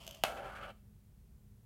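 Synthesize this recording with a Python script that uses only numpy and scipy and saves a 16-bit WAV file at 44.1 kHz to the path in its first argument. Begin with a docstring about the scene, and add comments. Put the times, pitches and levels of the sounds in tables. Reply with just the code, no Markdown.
"""Marble onto a whiteboard

A glass marble runs round the rim of a thin plastic lid, ticking against its wall, and drops out of the
gap onto a whiteboard. The board knocks, then rumbles under the rolling marble until it runs off the
edge onto cloth. A classroom rings briefly after it, over a low ventilation hum."""
import sys
import numpy as np
from scipy import signal
from scipy.fft import rfft, irfft
from scipy.io import wavfile

SR = 44100
rng = np.random.default_rng(int(sys.argv[2]) if len(sys.argv) > 2 else 0)


def inscribe(sig):
    """Save sig as 16-bit PCM at rate SR to the path in sys.argv[1].

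    A 1-D sig is mono; a 2-D sig holds one channel per row.
    Samples are clipped to [-1, 1] before scaling.
    """
    pcm = np.round(np.clip(np.atleast_2d(sig).T, -1, 1) * 32767)
    wavfile.write(sys.argv[1], SR, pcm.astype(np.int16))


N = 72765

DROP_S, EDGE_S = .2369, .7088  # the marble lands on the board; it runs off the edge
LID_LAG_S, BOARD_LAG_S = .000983, .0007  # travel time of bending waves at 1 kHz

# ringing modes of the lid: f/Hz, level/dB, t60/s
LID_MODES = [(569, -6.5, 0.36), (640, -3.5, 0.15), (653.3, -14, 0.14), (1047, -19.5, .08),
             (1610, -17.5, .06), (2820, -11, 0.026), (3010, -0.5, 0.017), (3230, -11.5, 0.035)]
# how hard the marble rubs along the rim: t/s, level/dB
RUB_ENVELOPE = [(0, -56), (.03, -56.5), (.06, -58), (.09, -61), (.15, -58.5), (.178, -61), (.2, -64.5),
                (.235, -66.5)]
# ticks against the lid's wall: t/s, level/dB
TICKS = [(.0478, -39), (0.0664, -27.5), (.0772, -22), (0.091, -32.5), (0.1102, -26.5), (0.1233, -42.5),
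         (.1300, -38), (0.1473, -32.5), (.1502, -39), (0.173, -42)]
# tone colours of the lid's crackle and a tick's snap: f/Hz, level/dB
CRACKLE_COLOUR = [(200, 3), (700, 6), (1100, 7.5), (1900, -2.5), (3000, 0.5), (4000, 2), (6000, -2),
                  (10000, -8), (12300, -5.5), (16000, -15)]
SNAP_COLOUR = [(200, -16), (700, -4.5), (1800, -11.5), (3000, 0.5), (4500, 1), (10000, -1), (12500, 1),
               (16000, -10.5)]

# tone colour of the ventilation's rumble and hiss: f/Hz, level/dB
AIR_COLOUR = [(20, -19), (35, -6), (52, 1), (76, -7), (112, -5.5), (160, -13.5), (215, -17), (300, -32),
              (400, -27.5), (550, -35.5), (1130, -42), (4870, -48.5), (11600, -45.5), (16000, -45)]
# the hum swells and sinks: t/s, level/dB
HUM_SWELL = [(0, -1), (.45, 1), (.8, 5), (1.0, 1.5), (1.2, -5.5), (1.65, -1.5)]

# tone colours of the knock's first crack and its short ring: f/Hz, level/dB
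CRACK_COLOUR = [(100, -31), (330, -18.5), (520, -6), (700, 9.5), (950, -4), (1200, -3.5), (1600, -5),
                (2250, -16.5), (2800, -5), (3250, -2), (4300, -18.5), (8000, -16), (10300, -27),
                (12700, -15.5), (16000, -32.5)]
RING_COLOUR = [(100, -12), (400, -13), (700, 0), (1300, 0.5), (2000, -3), (3200, 0), (4600, -6.5),
               (9000, -13), (13000, -14.5), (16000, -28)]
# modes of the board, one entry each: f/Hz; t60/s
BOARD_HZ = [178, 570, 616, 680, 773, 845, 922, 1017, 1111, 1192, 1300, 1380, 1455, 1590, 2300, 2632, 2910,
            3200, 3428, 4694]
BOARD_T60_S = [0.086, .15, .13, .07, .075, .08, .09, .06, .055, .04, .09, .08, .08, .05, .11, .065, .06,
               0.028, 0.053, .1]
# their balance when knocked, rolled on near the lid and rolled on near the edge: level/dB
BOARD_KNOCK_DB = [-21, -12.5, -4, -1.5, -15, -5.5, -9.5, -2, -3.5, 1.5, -18, -18.5, -4, -6, -12.5, -1.5,
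                  -12, -5, -16, -21]
BOARD_NEAR_DB = [-30.5, 2, 9.5, 6, 1.5, -6, -12, -16, -13.5, -20, -9, -13, -9, -14.5, -13, -9.5, -16, -16.5,
                 -16.5, -25]
BOARD_EDGE_DB = [-24, 0, -30, 0, -4.5, -2, -9, -10, -15, -0.5, 1.5, -4, -2, -6.5, -16, -11.5, -11.5, -21,
                 -48, -52]
# tone colour of the grit in the roll: f/Hz, level/dB
GRIT_COLOUR = [(100, -28), (300, -24), (480, -19), (590, 3), (680, 3), (820, -3), (1080, -14.5),
               (1370, 1.5), (1600, -7.5), (1850, -13.5), (2200, -5), (2550, -10.5), (3050, -6.5),
               (3700, -20.5), (4200, -17), (5200, -24), (9000, -24.5), (12500, -26), (16000, -33.5)]
# edges of the rumble's four bands: f/Hz
ROLL_BANDS_HZ = [100, 1000, 1900, 3700, 17000]
# the rumble across the board: t/s, then level/dB for low, middle, high and treble
ROLL_ENVELOPES = [(.24, -50, -46.5, -45.5, -46.5), (0.331, -47, -53.5, -60, -70),
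                  (0.357, -44.5, -58, -83, -65), (0.373, -47.5, -50.5, -56, -64.5),
                  (.42, -47.5, -55.5, -66.5, -73), (0.463, -45.5, -51, -59.5, -68),
                  (.51, -56.5, -51, -65, -71), (0.546, -55, -53, -70.5, -73),
                  (0.563, -59, -51, -57.5, -65.5), (.60, -56, -52.5, -63.5, -74),
                  (.638, -54.5, -50.5, -53.5, -67.5), (0.676, -54, -56, -67, -74),
                  (.703, -52, -59, -58.5, -71.5)]


def undb(db):
    """Decibels to gain."""
    return 10 ** (np.asarray(db) / 20)


def unit(x):
    """Scale to an energy of one."""
    return x / np.sqrt(np.sum(x ** 2))


def level(x, db):
    """Scale to an rms level."""
    return x * undb(db) / np.std(x)


def clock():
    """The timeline in seconds."""
    return np.arange(N) / SR


def fade(t60):
    """Exponential decay, 60 dB down after t60 seconds."""
    return np.exp(-np.log(1000) * clock() / t60)


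def ring(x, response):
    """Play x through an impulse response."""
    return signal.fftconvolve(x, response)[:N]


def delay(x, s):
    """Start x later by s seconds."""
    return np.concatenate([np.zeros(int(s * SR)), x])[:N]


def band(x, lo_hz, hi_hz):
    """Band-pass whose neighbours add up evenly."""
    hz = np.arange(N // 2 + 1) * SR / N
    order = 8
    return irfft(rfft(x) * (1 / (1 + (hz / hi_hz) ** order) - 1 / (1 + (hz / lo_hz) ** order)), N)


def colour(points):
    """A click of unit energy with an EQ curve of (f/Hz, level/dB) points."""
    hz, db = np.array(points, float).T
    size = 8192
    grid = np.maximum(np.arange(size // 2 + 1) * SR / size, 1)
    gain = undb(np.interp(np.log(grid), np.log(hz), db))
    cepstrum = irfft(np.log(gain))
    cepstrum[1:size // 2] *= 2  # minimum phase keeps the attack sharp
    cepstrum[size // 2 + 1:] = 0
    click = irfft(np.exp(rfft(cepstrum)))
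    return np.pad(unit(click), (0, N - size))


def modes(rows):
    """Sum of decaying sines from (f/Hz, level/dB, t60/s) rows."""
    t = clock()[:SR // 2]
    tones = sum(undb(db) * unit(np.sin(2 * np.pi * hz * t) * np.exp(-np.log(1000) * t / t60))
                for hz, db, t60 in rows)
    return np.pad(tones, (0, N - len(t)))


def dense_ring(points, t60):
    """Many close modes: a coloured burst that dies away."""
    return unit(ring(rng.standard_normal(N) * fade(t60), colour(points)))


def bumps(per_s, spread_db):
    """Tiny contacts of a rolling ball at random moments, a few of them stronger."""
    size = undb(spread_db * np.minimum(rng.exponential(size=N), 4))
    return (rng.random(N) < per_s / SR) * size * rng.choice([-1, 1], N)


def disperse(x, lag_s):
    """Bending waves in a plate: the highs arrive first, the lows trail."""
    hz = np.arange(N + 1) * SR / (2 * N)
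    travel = np.exp(-2j * np.pi * 2 * lag_s * np.sqrt(1000 * hz))
    return irfft(rfft(x, 2 * N) * travel)[:N]


def lid():
    """The marble rubs along the rim and ticks against it; both ring the thin plastic."""
    t, tones = clock(), modes(LID_MODES)
    pressure = undb(np.interp(t, *np.array(RUB_ENVELOPE).T)) * (t < DROP_S)
    crackle = undb(1.5) * disperse(colour(CRACKLE_COLOUR), LID_LAG_S)
    contacts = level(bumps(per_s=1700, spread_db=1.5), 0)
    rub = ring(contacts * pressure, unit(tones + crackle))
    hits = np.zeros(N)
    for s, db in TICKS:
        hits[int(s * SR)] += undb(db)
    snap = undb(-10.5) * disperse(colour(SNAP_COLOUR), LID_LAG_S)
    tail = undb(-2) * dense_ring(SNAP_COLOUR, t60=.017)
    return rub + ring(hits, undb(-5) * tones + snap + tail)


def ventilation():
    """A bed of low rumble and faint hiss, with a wavering fan tone."""
    t, fan_hz = clock(), 204.3
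    air = irfft(rfft(rng.standard_normal(N)) * rfft(colour(AIR_COLOUR)), N)
    offset_hz = np.arange(N // 2 + 1) * SR / N - fan_hz
    waver = irfft(rfft(rng.standard_normal(N)) * np.exp(-(offset_hz / 6) ** 2), N)
    hum = level(np.sin(2 * np.pi * fan_hz * t), 0) + level(waver, 1.5)
    swell = undb(np.interp(t, *np.array(HUM_SWELL).T))
    return level(air, -58) + level(hum, -69.5) * swell


def board(levels_db):
    """The board's ring for one place of contact."""
    return modes(zip(BOARD_HZ, levels_db, BOARD_T60_S))


def knock():
    """The marble drops on the board: a crack, the board's modes and a short dense ring."""
    crack = undb(-.5) * colour(CRACK_COLOUR)
    body = undb(-15) * delay(board(BOARD_KNOCK_DB), s=.0012)
    tail = undb(-5) * dense_ring(RING_COLOUR, t60=.021)
    return delay(disperse(crack + body, BOARD_LAG_S) + tail, DROP_S)


def roll():
    """Small bumps shake the board; which of its modes speak depends on where the marble is."""
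    t = clock()
    midway_s, crossfade_s, release_s = .492, .082, .0055
    across = np.clip((t - midway_s) / crossfade_s + .5, 0, 1)  # 0 near the lid, 1 near the edge
    contacts = bumps(per_s=3400, spread_db=3)
    grit = undb(4) * ring(bumps(per_s=3400, spread_db=3), colour(GRIT_COLOUR))
    near = ring(contacts, board(BOARD_NEAR_DB)) + grit
    far = ring(contacts, board(BOARD_EDGE_DB)) + grit
    times, *band_levels = np.array(ROLL_ENVELOPES).T
    rumble = 0
    for lo, hi, db in zip(ROLL_BANDS_HZ, ROLL_BANDS_HZ[1:], band_levels):
        blend = (1 - across) * level(band(near, lo, hi), 0) + across * level(band(far, lo, hi), 0)
        rumble += blend * undb(np.interp(t, times, db))
    release = np.exp(-np.maximum(t - EDGE_S, 0) / release_s)
    return rumble * (t > DROP_S) * release


def classroom(x):
    """A slap off the nearest wall and a short diffuse tail whose treble hangs on longest."""
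    noise = rng.standard_normal(N)
    low = signal.sosfilt(signal.butter(1, 4000, fs=SR, output="sos"), noise)
    treble = undb(.5) * (noise - low)
    tail = unit(low * fade(t60=.25) + treble * fade(t60=.38))
    slap = delay(band(x, 220, 4500), s=.0118)
    reverb = ring(x, delay(tail, s=.004))
    return x + undb(-14.5) * slap + undb(-11.5) * reverb


def scene():
    """The marble's run in the classroom, over the ventilation bed, in mono."""
    marble = lid() + knock() + roll()
    return (classroom(marble) + ventilation())[None]


def record(dry):
    """Roll off the deepest bass and the very top."""
    low_cut = signal.butter(6, 37, "high", fs=SR, output="sos")
    high_cut = signal.ellip(8, .2, 70, 15900, fs=SR, output="sos")
    return signal.sosfilt(high_cut, signal.sosfilt(low_cut, dry))


dry = scene()
out = record(dry)
inscribe(out)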